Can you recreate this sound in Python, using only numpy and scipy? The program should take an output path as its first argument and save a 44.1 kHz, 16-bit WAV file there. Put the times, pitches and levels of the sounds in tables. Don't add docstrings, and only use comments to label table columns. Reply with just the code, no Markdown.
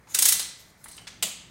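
import sys
import numpy as np
from scipy import signal
from scipy.fft import rfft, irfft
from scipy.io import wavfile

SR = 44100
rng = np.random.default_rng(int(sys.argv[2]) if len(sys.argv) > 2 else 0)


def inscribe(sig):
    pcm = np.round(np.clip(np.atleast_2d(sig).T, -1, 1) * 32767)
    wavfile.write(sys.argv[1], SR, pcm.astype(np.int16))


N = 66150

# f/Hz, T60/s
ROOM_DECAY = [(150, 0.35), (700, 0.43), (2000, 0.67), (4000, 0.6148), (8000, 0.46), (11000, 0.3169),
              (16000, 0.27)]
# f/Hz, level/dB
TAIL_SPECTRUM = [(150, 12), (1000, 0), (3000, 0), (8000, 0), (16000, -3)]
# f/Hz, level/dB
AIR_SPECTRUM = [(20, -46), (31, -24.5), (42, -15.5), (55, 2.5), (75, -8), (110, 0.5), (180, -5.5),
                (350, -11), (900, -11), (1200, -14), (1600, -12.5), (2100, -11.5), (2800, -25.5),
                (7000, -31.5), (16000, -33)]
# f/Hz, level/dB
HUM_PARTIALS = [(54, -70.5), (169, -74.5)]
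# t/s, level/dB
RUMBLE_ENVELOPE = [(0, -76), (.2, -61), (.36, -56.5), (.55, -77), (.78, -75), (1.0, -58.5), (1.2, -57),
                   (1.5, -57.5)]
# f/Hz, level/dB
RUMBLE_SPECTRUM = [(25, -55), (60, -16), (105, -2), (135, -4), (155, -10.5), (169, 7), (188, -1.5),
                   (240, -8), (400, -14.5), (1500, -59)]
# t/s, level/dB
SLIDE_ENVELOPE = [(.06, -31.5), (.085, -10), (.103, 1), (.14, -0.5), (.16, -30)]
# f/Hz, level/dB
SLIDE_SPECTRUM = [(300, -7.5), (1000, -5.5), (4000, -1), (5300, -8.5), (6900, 11), (8100, -8), (9100, 3),
                  (10500, -2.5), (16000, -9)]
# t/s, level/dB, tilt/(dB per octave), resonance f/Hz, resonance gain/dB
JOINT_KNOCKS = [(.072, -15.5, -3, 950, 13.5), (0.859, -9.5, -7.5, 2020, 6.5), (0.9789, -5.5, 0, 3060, 15),
                (0.992, -15, -5, 570, 13), (1.07, -4, -1.5, 3390, 14.5), (1.076, -1.5, 1.5, 6130, 6)]
# f/Hz, level/dB
JOINT_SPECTRUM = [(100, -13.5), (400, -15), (1000, -2.5), (2000, 1.5), (3400, -2), (4500, 0.5),
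                  (6200, -4.5), (8500, -7.5), (12000, -22), (16000, -30.5)]
# t/s, level/dB, time constant of the scrape before it/s, tilt/(dB per octave)
PAWL_DROPS = [(0.147, -5.5, 0.0018, -1.1), (0.1885, -2.5, 0.00085, 0.5), (.2237, -0.5, 0.0027, 0.5),
              (0.2554, 0.5, 0.004, 1), (0.2869, 0.5, 0.012, 2.5), (.3230, -3, 0.0024, 0.14),
              (0.3952, -12, 0.00067, -1.5)]
# f/Hz, level/dB
RATCHET_SPECTRUM = [(59, -65), (100, -39.5), (266, -25.5), (547, -22.5), (595, -23.5), (801, -16),
                    (1130, -15), (1310, -12.5), (3120, -7.5), (3940, -4.5), (4670, -4.5), (8460, -1),
                    (16000, -8)]
# f/Hz, level/dB, T60/s
TUBE_MODES = [(2001, -9.5, 0.73), (3910, -2, 0.6), (4410, -14, .35), (5700, -23, 0.19), (6180, 0, 0.42),
              (6540, 16, 0.1), (7200, -7, .25), (8381, 11, 0.12), (8500, 7.5, 0.41), (10000, -5, 0.13),
              (10680, 14.5, 0.12)]
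# t/s, level/dB
SHUDDER_ENVELOPE = [(.33, -31), (.36, 4), (.39, -18), (.46, -17)]
# f/Hz, level/dB
SHUDDER_SPECTRUM = [(30, -30.5), (80, 0), (120, -6), (170, -3), (300, -15.5), (1000, -49)]
# t/s, level/dB
FABRIC_ENVELOPE = [(.55, -18), (.6, 12), (.64, -8), (.67, -2), (.7, 0), (.74, -29), (.78, -7), (.83, 0),
                   (.87, -18)]
# f/Hz, level/dB
FABRIC_SPECTRUM = [(300, 3.5), (2000, -6.5), (6000, 5), (11000, 3), (16000, 0.5)]
# t/s, level/dB
CREEP_ENVELOPE = [(.82, -25.5), (.86, -13), (.92, -1.5), (.97, -9), (1.01, -19), (1.06, -33)]
# f/Hz, level/dB
CREEP_SPECTRUM = [(300, -31), (950, -7), (1400, -21.5), (2000, -8), (2700, -12), (3500, -8.5), (4200, 6.5),
                  (5100, -4.5), (6100, 1), (7400, -19), (8500, 3.5), (10000, -10), (12500, -18),
                  (16000, -26)]
# t/s, level/dB, resonance f/Hz
CATCH_TICKS = [(0.8416, 2, 10000), (.884, 1.5, 9400), (0.915, -1, 8400), (.9245, -24, 9200),
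               (0.9664, -2.5, 8400), (1.015, -18, 12500)]
# f/Hz, level/dB
CATCH_SPECTRUM = [(300, -18), (2800, -6), (4200, -5.5), (5200, -10), (8500, 1), (11000, -2.5),
                  (12500, -6.5), (16000, -6.5)]
# t/s, level/dB
LOCK_SNAPS = [(1.2257, -1.5), (1.227, -2), (1.2326, -1)]
# f/Hz, level/dB
LOCK_SPECTRUM = [(60, -50.5), (180, -18), (400, -19), (650, -9), (900, -16), (1200, -9), (1600, -16),
                 (2100, -7), (3400, -3.5), (4400, -5.5), (4900, -3.5), (5400, -10.5), (6200, -6),
                 (6550, -0.5), (7500, -1), (8500, -1), (9400, -8), (11000, -6), (13400, -14), (15300, -10)]


def amp(db):
    return 10 ** (np.asarray(db) / 20)


def unit(x):
    return x / np.sqrt(np.sum(x ** 2) + 1e-20)


def curve_at(points, hz):
    f, value = np.transpose(points)
    return np.interp(np.log(hz + 1), np.log(f + 1), value)


def add(mix, start_s, sound):
    part = mix[max(round(start_s * SR), 0):][:len(sound)]
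    part += sound[:len(part)]


def envelope(points):
    return amp(np.interp(np.arange(N) / SR, *np.transpose(points)))


def body(spectrum, tilt_db=0, ring_hz=0, ring_db=0, width_hz=1, size=4096):
    hz = np.fft.rfftfreq(size, 1 / SR)
    db = curve_at(spectrum, hz) + tilt_db * np.log2(np.maximum(hz, 800))
    db += ring_db / (1 + (2 * (hz - ring_hz) / width_hz) ** 2)
    log_gain = np.log(amp(np.r_[db, db[-2:0:-1]]))
    transfer = np.exp(np.conj(signal.hilbert(log_gain)))
    return unit(np.fft.ifft(transfer).real[:size // 2])


def noise(spectrum):
    gain = amp(curve_at(spectrum, np.fft.rfftfreq(N, 1 / SR)))
    shaped = irfft(rfft(rng.standard_normal(N)) * gain, N)
    return unit(shaped) * np.sqrt(N)


def grains(size, spread):
    return rng.standard_normal(size) * np.exp(spread * rng.standard_normal(size))


def friction(stroke, spectrum, spread):
    force = grains(N, spread) * envelope(stroke)
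    return signal.fftconvolve(force, body(spectrum))[:N]


def shop(x, tail_db=0, size=24576):
    direct_db, early_db, early_s, tail_rise_s = -9.5, 1, 0.0091, 0.0043
    t = np.arange(size) / SR
    hz, age, bands = signal.stft(rng.standard_normal(size), SR, nperseg=256)
    t60 = curve_at(ROOM_DECAY, hz)[:, None]
    bands *= amp(tail_db + curve_at(TAIL_SPECTRUM, hz)[:, None] - 60 * age / t60)
    bands *= np.sqrt(2 * np.log(1000) / (t60 * SR))
    response = signal.istft(bands, SR, nperseg=256)[1][:size] * (1 - np.exp(-t / tail_rise_s))
    reflections = grains(2048, spread=0.55) * np.exp(-(t[:2048] / early_s) ** 2)
    add(response, 0, amp(early_db) * unit(reflections))
    response[0] += amp(direct_db)
    return signal.fftconvolve(x, response)


def ventilation():
    t = np.arange(N) / SR
    hum = sum(amp(db) * np.sqrt(2) * np.sin(2 * np.pi * (hz * t + rng.random()))
              for hz, db in HUM_PARTIALS)
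    return amp(-59) * noise(AIR_SPECTRUM) + hum


def frame_rumble():
    return envelope(RUMBLE_ENVELOPE) * noise(RUMBLE_SPECTRUM)


def tube_slide():
    return amp(-49) * friction(SLIDE_ENVELOPE, SLIDE_SPECTRUM, spread=0.33)


def joint_knocks():
    out = np.zeros(N)
    for start_s, db, tilt_db, ring_hz, ring_db in JOINT_KNOCKS:
        knock = body(JOINT_SPECTRUM, tilt_db, ring_hz, ring_db, width_hz=380)
        add(out, start_s, amp(db - 12.5) * shop(knock))
    return out


def ratchet(size=1024):
    ratchet_db, ring_db, chatter_db, chatter_s = 6, -1, 1.5, 0.0043
    out = np.zeros(N)
    t = np.arange(-size, size) / SR
    age = np.arange(SR // 2) / SR
    drop = 1. * (t == 0)
    for drop_s, db, scrape_s, tilt_db in PAWL_DROPS:
        scrape = unit(grains(len(t), spread=0.46) * (t < 0) * np.exp(-abs(t) / scrape_s))
        chatter = unit(grains(len(t), spread=0.65) * (t > 0) * np.exp(-abs(t) / chatter_s))
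        response = body(RATCHET_SPECTRUM, tilt_db)
        for force in (scrape, drop, amp(chatter_db) * chatter):
            add(out, drop_s + t[0], amp(db) * shop(signal.fftconvolve(force, response)))
        ring = sum(amp(mode_db - 60 * age / t60) * np.sin(2 * np.pi * (hz * age + rng.random()))
                   for hz, mode_db, t60 in TUBE_MODES)
        add(out, drop_s, amp(db + ring_db) * unit(ring))
    return amp(ratchet_db) * out


def frame_shudder():
    return amp(-55) * envelope(SHUDDER_ENVELOPE) * noise(SHUDDER_SPECTRUM)


def fabric_crackle():
    return amp(-71.5) * friction(FABRIC_ENVELOPE, FABRIC_SPECTRUM, spread=1)


def tube_creep():
    return amp(-51.5) * friction(CREEP_ENVELOPE, CREEP_SPECTRUM, spread=0.33)


def catch_ticks():
    out = np.zeros(N)
    for start_s, db, ring_hz in CATCH_TICKS:
        tick = body(CATCH_SPECTRUM, ring_hz=ring_hz, ring_db=8.5, width_hz=1400)
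        add(out, start_s, amp(db - 19.5) * shop(tick))
    return out


def lock(size=2048):
    clack_hz, clack_t60_s = 2960, 0.0097
    out, t = np.zeros(N), np.arange(size) / SR
    snap = amp(2) * body(LOCK_SPECTRUM, ring_hz=3040, ring_db=5, width_hz=550)
    clack = amp(-7.5) * unit(np.cos(2 * np.pi * clack_hz * t) * amp(-60 * t / clack_t60_s))
    for start_s, db in LOCK_SNAPS:
        add(out, start_s, amp(db) * shop(snap))
        add(out, start_s, amp(db) * shop(clack, tail_db=-9))
    return out


def scene():
    rubbing = shop(tube_slide() + tube_creep() + fabric_crackle())[:N]
    impacts = ratchet() + catch_ticks() + joint_knocks() + lock()
    return (rubbing + impacts + frame_rumble() + frame_shudder() + ventilation())[None]


def record(dry):
    cutoff_hz = 15900
    lowpass = signal.firwin(511, cutoff_hz, window=("kaiser", 9), fs=SR)
    return signal.oaconvolve(dry, lowpass[None], "same")


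dry = scene()
out = record(dry)
inscribe(out)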